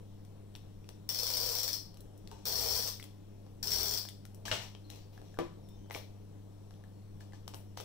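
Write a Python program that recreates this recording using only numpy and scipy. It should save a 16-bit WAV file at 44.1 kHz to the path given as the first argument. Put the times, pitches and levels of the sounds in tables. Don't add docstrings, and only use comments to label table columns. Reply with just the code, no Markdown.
import sys
import numpy as np
from scipy import signal
from scipy.fft import rfft, irfft, next_fast_len
from scipy.io import wavfile
from scipy.ndimage import uniform_filter1d

SR = 44100
rng = np.random.default_rng(int(sys.argv[2]) if len(sys.argv) > 2 else 0)


def master_out(mix):
    frames = np.transpose(np.atleast_2d(mix))
    ceiling = np.clip(frames, -1, 1)
    pcm = np.round(ceiling * 32767).astype(np.int16)
    wavfile.write(sys.argv[1], SR, pcm)


def natural_amplitude(level_db):
    exponent = np.asarray(level_db, float) / 20
    return 10 ** exponent


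N = 345744

# (pitch [Hz], level [dB per Hz])
AIR_NOISE = [(14, 0), (21, 7), (28, -2), (36, 0), (50, -6), (82, -11),
             (125, -5), (170, -1), (250, -11), (310, -12), (450, -9), (900, -22), (1400, -31.5), (2300, -36),
       (3300, -32), (16000, -37)]
AIR_DB = -67.5
# (pitch [Hz], level [dB rms], waver [Hz])
HUM = [(100.34, -54, 0.48), (201, -64, 1.2), (300.8, -64.5, 20.5), (400.3, -72, 11)]

# (time [s], peak [dB], ring [Hz], brightness [dB])
SNAPS = [(0.2496, -52.5, 3400, 0), (0.8899, -38.5, 4140, -0.5), (1.8544, -58, 4370, -7),
         (2.1764, -67, 4000, 20.5), (2.3141, -41, 3360, -1.5), (3.0403, -40, 3560, 4),
         (3.465, -53.5, 1630, -10), (4.0518, -37.5, 1660, -3), (4.2526, -43.5, 1405, 2),
         (4.4568, -36, 4100, -2.5), (4.9594, -45, 2780, -1), (5.2162, -51, 1730, -15),
         (5.3882, -50.5, 1690, 12.5), (5.8602, -60, 1560, -9), (5.8995, -43.5, 2110, -9),
         (5.9622, -42, 2150, -17), (6.7082, -49.5, 1650, -9), (7.4785, -33.5, 3180, -3),
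         (7.538, -41, 2360, -10), (7.5438, -34.5, 3020, -2.5), (7.7737, -34, 3980, -7),
         (7.801, -33.5, 3100, -4.5)]
# (time [s], peak [dB], ring [Hz], brightness [dB])
TINKS = [(0.5416, -59, 3270, 6), (0.5523, -34.5, 3680, -5), (0.5605, -42, 3820, 3),
         (0.8432, -54, 2600, -21), (1.943, -47.5, 4450, 5), (1.9714, -46.5, 4000, 6),
         (2.0057, -47.5, 4050, 12.5), (2.2745, -40, 4400, 1), (2.9985, -39, 2120, 3),
         (3.027, -35, 3340, 1.5), (4.0876, -32, 3520, 4.5), (4.346, -49, 5500, 12),
         (4.4808, -29.5, 1670, 1), (4.7502, -40, 3150, -17.5), (4.9016, -35, 3900, 3),
         (5.1772, -47.5, 1680, -27), (5.3428, -50.5, 1700, 3), (5.3637, -64, 1540, -8),
         (5.3725, -50, 1440, -31), (5.688, -56.5, 3540, 14.5), (5.9088, -33.5, 2060, -24.5),
         (5.948, -29, 2300, -10), (6.7396, -54.5, 3300, 5), (6.8388, -50, 1720, -5),
         (7.2074, -47.5, 1720, 5), (7.3226, -52, 1960, -9), (7.334, -46.5, 1740, -28),
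         (7.8074, -42, 3070, 10)]
SNAP_KNOCK_DB, SNAP_FIZZ_DB, SNAP_RING = -7, -6, 0.15
TINK_KNOCK_DB, TINK_FIZZ_DB, TINK_RING = -20, -12, 0.5
KNOCK_PER_DB, FIZZ_PER_DB = -0.73, 1.1442
KNOCK_HZ, BODY_HZ, FIZZ_HZ = (380, 1250), (1400, 8000), (7000, 16000)
RING_T60_S, RING_SLOPE = 0.02, 1.34
CRACK_FROM = 0.59
BODY_TOP_HZ, TOP_OCTAVES_PER_DB = 6360, 0.01
CLICK_NEAR_DB, CLICK_ROOM_DB = -6, -11

# (time [s], ratchet teeth passed [count])
TRAVEL = [
    [(1.090, 0), (1.1455, 1), (1.231, 3), (1.3365, 6), (1.401, 8), (1.518, 12), (1.585, 14), (1.678, 16),
     (1.730, 17)],
    [(2.454, 0), (2.483, 1), (2.523, 2), (2.585, 4), (2.660, 7), (2.710, 9), (2.789, 12), (2.823, 13),
     (2.874, 14)],
    [(3.628, 0), (3.671, 1), (3.704, 2), (3.734, 3), (3.7845, 5), (3.8305, 7), (3.882, 9), (3.937, 11),
     (3.974, 12)],
]
# (tooth [dB], film peel [dB], roller drone [dB], desk rumble [dB], drone pitch [Hz])
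STROKE = [
    (-22.5, -36.5, -47.5, -53, 489),
    (-25, -34, -46.5, -50, 463),
    (-23.5, -37, -49.5, -52, 407),
]
NORMAL_TEETH_PER_S, HAND_SMOOTH_S = 35, 0.12
LIFT_S, LIFT_DB_PER_S = 0.006, -600
PEEL_DB, DRONE_DB, RUMBLE_DB, TOOTH_DB = 4, 9.5, 18, 0
DRONE_SAG = 0.036
TOOTH_SPREAD_DB = 0.8
REBOUND_S, REBOUND_DB, REBOUND_SPREAD_DB = 0.014, -16.5, 7
# (pitch [Hz], level [dB per Hz])
SHELL = [(200, -47), (900, -17.5), (1700, -17), (2800, -20.5), (3300, -9), (4000, -10.5), (4350, 2),
         (4800, 0), (5300, 4), (6600, -10.5), (8600, -13), (11000, -17.5), (13000, -4.5), (14800, -1.5)]
# (pitch [Hz], width [Hz], level [dB])
SHELL_RINGS = [(3530, 450, -19.5), (7640, 300, -12), (9490, 1170, 0)]
# (pitch [Hz], width [Hz], level [dB])
ROLLER = [(620, 50, -8), (830, 80, -14), (1000, 60, -5)]
DESK_HZ, DESK_WIDTH_HZ = 62, 9

# (start [s], length [s], crackle [dB], brightness [dB])
RUSTLE = [(2.306, 0.2, -52, -7), (4.453, 0.096, -31, -1), (4.523, 0.1, -31.5, -3), (4.6, 0.082, -38, 1),
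          (4.896, 0.13, -45, 1), (5.127, 0.091, -54, 5), (5.23, 0.21, -57, -2), (5.914, 0.033, -41, 9.5),
          (5.94, 0.043, -32.5, 5.5), (7.202, 0.03, -49, -6.5), (7.331, 0.032, -48, -5),
          (7.545, 0.045, -48, 17), (7.77, 0.085, -40, 3)]
RUSTLE_RISE_S, RUSTLE_FADE_DB = 0.0017, -15.5
RUSTLE_LOW_DB, RUSTLE_FIZZ_DB = -5, -7
LOW_PER_DB, HISS_PER_DB = -0.48, 0.87

# each event list is (time [s], peak [dB]);
# each list of ringing tones is (pitch [Hz], level [dB], time to fade by 60 dB [s])
TAP = [(2.315, -46)]
TAP_MODES = [(436, -2, 0.085), (897, 4, 0.088), (950, -21, .05), (1500, -6, 0.031)]
THUMPS = [(2.33, -50)]
THUMP_MODES = [(62, 2, .3)]
LAY_DOWN = [(4.514, -19)]
LAY_MODES = [(112, -1.5, 0.29), (624, 4, 0.067), (1010, -13, 0.015), (1756, 2, 0.038), (2210, 1.5, 0.062),
             (2900, 16, 0.012), (3780, 6, 0.018), (4100, -6, 0.062)]
FLAP = [(5.388, -20.5)]
FLAP_MODES = [(163, -9.5, 0.63), (205, -27, .1), (340, 4.5, 0.33), (448, 1, 0.065), (490, 9.5, 0.065),
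              (590, 11, 0.028), (760, 4.5, 0.03), (996, 5.5, 0.035), (1142, 1, 0.08), (1670, -5, 0.02)]
FLICK = [
    (5.954, -32.5),
    (7.799, -40.5),
]
FLICK_MODES = [(318, -9, .04), (490, 17, 0.023), (613, 6, 0.12), (810, -9, 0.04)]

# (start [s], length [s], pitch [Hz], level [dB rms])
SQUEAKS = [(4.837, 0.051, 4240, -65), (4.934, 0.22, 4650, -71), (5.618, 0.17, 5460, -73),
           (5.67, 0.12, 3640, -74), (5.736, 0.34, 3120, -78), (5.743, .15, 6290, -72),
           (6.92, .2, 4340, -77)]
SQUEAK_SAG, SQUEAK_WIDTH_HZ, SQUEAK_DB = 0.015, 45, -8

# (pitch [Hz], time to fade by 60 dB [s])
ROOM = [(250, 0.26), (700, 0.3), (1800, 0.35), (4600, 0.38), (12000, 0.29)]
# (delay [s], level [dB])
ECHOES = [(.0025, -10), (.0075, -5), (.012, -7), (0.016, -19.5)]

# (pitch [Hz], level [dB])
MIC = [(4000, 1), (5000, -2.5), (5700, 4.5), (6200, -1.5), (6700, -4), (7600, 0), (8500, -3), (11000, -2.5),
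       (13000, -5), (15000, -1), (15700, -6), (15950, -55)]
# (pitch [Hz], likeness [0-1])
SAME = [(30, .998), (100, 1), (300, 0.99), (700, 0.98), (1400, 0.13), (3000, 0.064), (8000, 0.028)]
# (pitch [Hz], level [dB])
LOUDER_LEFT = [(40, 5.5), (130, 0.5), (290, 4), (640, 5.5), (1410, 5.5), (3100, 7.5), (6820, 8),
               (15000, 10)]
# (pitch [Hz], phase [radians])
LEFT_LEADS = [(25, -.2), (100, -.58), (200, -1.), (340, -1.9), (650, -1.4), (1400, -.3), (4000, -.3)]


def evened(x):
    return x / np.sqrt(np.mean(x ** 2) + 1e-20)


def peaked(x):
    return x / abs(x).max()


def read(points, hz):
    f, value = np.transpose(points)
    return np.interp(np.log(hz + 1), np.log(f + 1), value)


def add(mix, s, sound):
    part = mix[..., round(s * SR):][..., :sound.shape[-1]]
    part += sound[..., :part.shape[-1]]


def band(x, lo_hz, hi_hz):
    edges = [lo_hz, min(hi_hz, SR / 2 - 1)]
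    return signal.sosfilt(signal.butter(2, edges, "bandpass", fs=SR, output="sos"), x)


def resonate(x, hz, width):
    turn = np.exp(2j * np.pi * np.cumsum(hz * np.ones(x.shape[-1])) / SR)
    r = np.exp(-np.pi * width / SR)
    return 2 * (turn * signal.lfilter([1 - r], [1, -r], x / turn)).real


def causal(points):
    level_db = read(points, abs(np.fft.fftfreq(4096, 1 / SR)))
    gain = np.log(natural_amplitude(np.maximum(level_db, -60)))
    return np.fft.ifft(np.exp(np.conj(signal.hilbert(gain)))).real[:1024]


def crackle(per_s, spread_db):
    happens = rng.random(N) < per_s / SR
    size = natural_amplitude(spread_db * np.minimum(rng.exponential(1, N), 3)) * happens
    return evened(size * rng.choice([-1, 1], (2, N)))


def puff(t60, length=1024):
    t = np.arange(length) / SR
    x = rng.standard_normal((2, length)) * natural_amplitude(-60 * t / t60) * (1 - np.exp(-t / 0.00029))
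    z = rfft(x)
    return irfft(z / abs(z), length) * natural_amplitude(-20 * t / t60)


def air():
    frames, hz = N // 1024 + 5, np.fft.rfftfreq(4096, 1 / SR)
    a, b, c, d, patches = rng.standard_normal((frames, 2049, 5)).T
    patches = evened(uniform_filter1d(uniform_filter1d(patches, 60, 0), 4, 1))
    level_db = read(AIR_NOISE, hz)[:, None] + 1.53 * patches
    z = np.array([a + 1j * b, c + 1j * d]) * natural_amplitude(level_db)
    x = signal.istft(z, nperseg=4096, noverlap=3072)[1][:, :N]
    return natural_amplitude(AIR_DB) * x / np.std(band(x, 544, 16000))


def hum():
    t, out = np.arange(N) / SR, np.zeros(N)
    for hz, db, waver_hz in HUM:
        fuzz = evened(resonate(rng.standard_normal(N), hz, waver_hz))
        steady = np.sqrt(2) * np.sin(2 * np.pi * (hz * t + rng.random()))
        share = np.clip(waver_hz / 14, 0, 1)
        out += natural_amplitude(db) * (np.sqrt(1 - share) * steady + np.sqrt(share) * fuzz)
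    return out


def clicks(events, knock_db, fizz_db, ring_share):
    out, t = np.zeros((2, N)), np.arange(1024) / SR
    for s, db, hz, bright_db in events:
        burst = puff(0.0066)
        ring = np.sin(2 * np.pi * hz * t) * natural_amplitude(-60 * t / RING_T60_S * (hz / 1700) ** RING_SLOPE)
        low_hz = np.clip(CRACK_FROM * hz, 900, 2200)
        top_hz = np.clip(BODY_TOP_HZ * 2 ** (TOP_OCTAVES_PER_DB * bright_db), 2500, 12000)
        crack = peaked(band(burst, low_hz, top_hz))
        knock = peaked(band(burst, *KNOCK_HZ))
        fizz = peaked(band(puff(0.044), *FIZZ_HZ))
        click = ring_share * ring + (1 - ring_share) * crack
        click = click + natural_amplitude(knock_db + KNOCK_PER_DB * bright_db) * knock
        click = click + natural_amplitude(fizz_db + FIZZ_PER_DB * bright_db) * fizz
        add(out, s, natural_amplitude(db + 4) * click)
    return out


def pull():
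    t, out, teeth = np.arange(N) / SR, np.full((4, N), -120.), []
    for rows, (tooth_db, peel_db, drone_db, rumble_db, hz) in zip(TRAVEL, STROKE):
        s, passed = np.transpose(rows)
        on = (t >= s[0]) & (t < s[-1] + 0.15)
        now = t[on]
        speed = np.gradient(np.interp(np.minimum(now, s[-1] - 1e-3), s, passed)) * SR
        speed = np.where(now < s[-1] - 2e-3, speed, 1 / (s[-1] - s[-2]))
        smooth_speed = uniform_filter1d(speed, round(HAND_SMOOTH_S * SR), mode="nearest")
        doublings = np.log2(smooth_speed / NORMAL_TEETH_PER_S)
        lift_db = LIFT_DB_PER_S * np.maximum(now - s[-1] - LIFT_S, 0)
        speed_db = np.c_[[PEEL_DB, DRONE_DB, RUMBLE_DB]] * doublings
        out[:3, on] = np.c_[[peel_db, drone_db, rumble_db]] + speed_db + lift_db
        out[3, on] = hz * (1 - DRONE_SAG * doublings)
        drops = np.interp(np.arange(passed[-1] + 1), passed, s)
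        drop_db = tooth_db + TOOTH_DB * np.interp(drops, now, doublings)
        a, b, c = rng.standard_normal((len(drops), 3)).T
        teeth += zip(drops, drop_db + TOOTH_SPREAD_DB * a)
        rebound_db = drop_db + REBOUND_DB + REBOUND_SPREAD_DB * c
        teeth += zip(drops + REBOUND_S * (1 + 0.15 * b), rebound_db)
    return (*out, teeth)


def tooth():
    t = np.arange(600) / SR
    x = rng.standard_normal((2, 600)) * (t / 0.0014) * np.exp(1 - t / 0.0013)
    return 7.93 * x / np.linalg.norm(x, axis=1, keepdims=True)


def runner():
    peel_db, drone_db, rumble_db, drone_hz, teeth = pull()
    drive = natural_amplitude(peel_db - 5.5) * crackle(5000, spread_db=6.5)
    for s, db in teeth:
        add(drive, s, natural_amplitude(db - 3.5) * tooth())

    shell = causal(SHELL)
    t = np.arange(len(shell)) / SR
    rings = np.zeros(len(shell))
    for hz, width, db in SHELL_RINGS:
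        rings += natural_amplitude(db - 23.5) * np.exp(-np.pi * width * t) * np.sin(2 * np.pi * hz * t)
    housing = signal.oaconvolve(drive, shell[None], axes=1)
    housing = housing + signal.oaconvolve(drive[::-1], rings[None], axes=1)
    housing = housing[:, :N] / np.linalg.norm(shell)

    bumps = band(crackle(400, spread_db=1.5), 392, 963)
    modes = resonate(bumps, np.maximum(drone_hz, 400), 73)
    for hz, width, db in ROLLER:
        modes = modes + natural_amplitude(db) * resonate(bumps, hz, width)
    drone = evened(modes + natural_amplitude(-19) * bumps)

    shake = resonate(rng.standard_normal(N), DESK_HZ, DESK_WIDTH_HZ)
    rumble = evened(resonate(shake, DESK_HZ, 2 * DESK_WIDTH_HZ))
    rumble = natural_amplitude(uniform_filter1d(rumble_db, 2500) - 7) * rumble
    return housing + natural_amplitude(drone_db - 6.5) * drone, rumble


def rustle():
    t, level_db, bright_db = np.arange(N) / SR, np.full(N, -120.), np.zeros(N)
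    for s, length, db, brightness_db in RUSTLE:
        on = (t >= s) & (t < s + length)
        age = t[on] - s
        rise = np.maximum(1 - age / RUSTLE_RISE_S, 0) / 2
        level_db[on] = db + RUSTLE_FADE_DB * (age / length + rise)
        bright_db[on] = brightness_db
    low_db = RUSTLE_LOW_DB + LOW_PER_DB * bright_db
    fizz_db = RUSTLE_FIZZ_DB + HISS_PER_DB * bright_db
    snaps = crackle(800, spread_db=1.5)
    body, low, fizz = (evened(band(snaps, *edges)) for edges in (BODY_HZ, KNOCK_HZ, FIZZ_HZ))
    return natural_amplitude(level_db - 14) * (body + natural_amplitude(low_db) * low + natural_amplitude(fizz_db) * fizz)


def blow(events, modes, crack_db):
    out, t = np.zeros((2, N)), np.arange(9000) / SR
    rings = sum(natural_amplitude(db - 60 * t / t60) * np.sin(2 * np.pi * hz * t) for hz, db, t60 in modes)
    for s, db in events:
        add(out, s + 0.000722, natural_amplitude(db) * peaked(rings))
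        add(out, s, natural_amplitude(db + crack_db) * band(puff(0.051), 350, 4500))
    return out


def squeaks():
    out = np.zeros(N)
    for s, length, hz, db in SQUEAKS:
        u = np.linspace(0, 1, round(length * SR))
        noise = rng.standard_normal(SR // 2)[:len(u)]
        tone = resonate(noise, hz * (1 - SQUEAK_SAG * u), SQUEAK_WIDTH_HZ)
        add(out, s, natural_amplitude(db + SQUEAK_DB) * np.sin(np.pi * u ** 0.49) * evened(tone))
    return out


def room(x, tail_db=2.0):
    out = x.copy()
    for s, db in ECHOES:
        add(out, s, natural_amplitude(db) * x)
    turn = 2 * np.pi * 7.3 * np.arange(N) / SR
    for k in range(3):
        taps = np.zeros((2, SR // 2))
        at = np.arange(320, SR // 2 - 16, 16) + rng.integers(0, 16, (2, (SR // 2 - 321) // 16))
        np.put_along_axis(taps, at, rng.choice([-1., 1.], at.shape), 1)
        hz, t, z = signal.stft(taps, SR, nperseg=256)
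        fade = natural_amplitude(-60 * t / read(ROOM, hz)[:, None])
        tail = signal.istft(z * fade, SR, nperseg=256)[1]
        tail = tail / np.linalg.norm(tail[0])
        share = np.sqrt(2 / 3) * np.cos(turn + k * np.pi / 3)
        out += natural_amplitude(tail_db) * signal.fftconvolve(x * share, tail, axes=1)[:, :N]
    return out


def scene():
    noise = air() + hum()
    small = clicks(SNAPS, SNAP_KNOCK_DB, SNAP_FIZZ_DB, SNAP_RING)
    small = small + clicks(TINKS, TINK_KNOCK_DB, TINK_FIZZ_DB, TINK_RING)
    tool, rumble = runner()
    blows = blow(TAP, TAP_MODES, 2.5) + blow(LAY_DOWN, LAY_MODES, 19.9)
    blows = blows + blow(FLAP, FLAP_MODES, 7.5) + blow(FLICK, FLICK_MODES, 6)
    near = natural_amplitude(CLICK_NEAR_DB) * small + natural_amplitude(-14) * blows + blow(THUMPS, THUMP_MODES, -30)
    sent = tool + rustle() + squeaks() + natural_amplitude(CLICK_ROOM_DB) * small + natural_amplitude(-3) * blows
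    return near + room(sent) + rumble + noise


def low_pass(x):
    return signal.sosfilt(signal.butter(12, 16850, fs=SR, output="sos"), x)


def record(dry):
    size = next_fast_len(N)
    hz = np.fft.rfftfreq(size, 1 / SR)
    left, other = rfft(dry, size) * natural_amplitude(read(MIC, hz))
    same = np.clip(read(SAME, hz), 0, 1)
    right = same * left + np.sqrt(1 - same ** 2) * other
    right = right * np.exp(-1j * read(LEFT_LEADS, hz))
    lean_db = read(LOUDER_LEFT, hz) / 2
    ports = irfft(np.array([left * natural_amplitude(lean_db), right * natural_amplitude(-lean_db)]), size)[:, :N]
    return low_pass(ports)


dry = scene()
out = record(dry)
master_out(out)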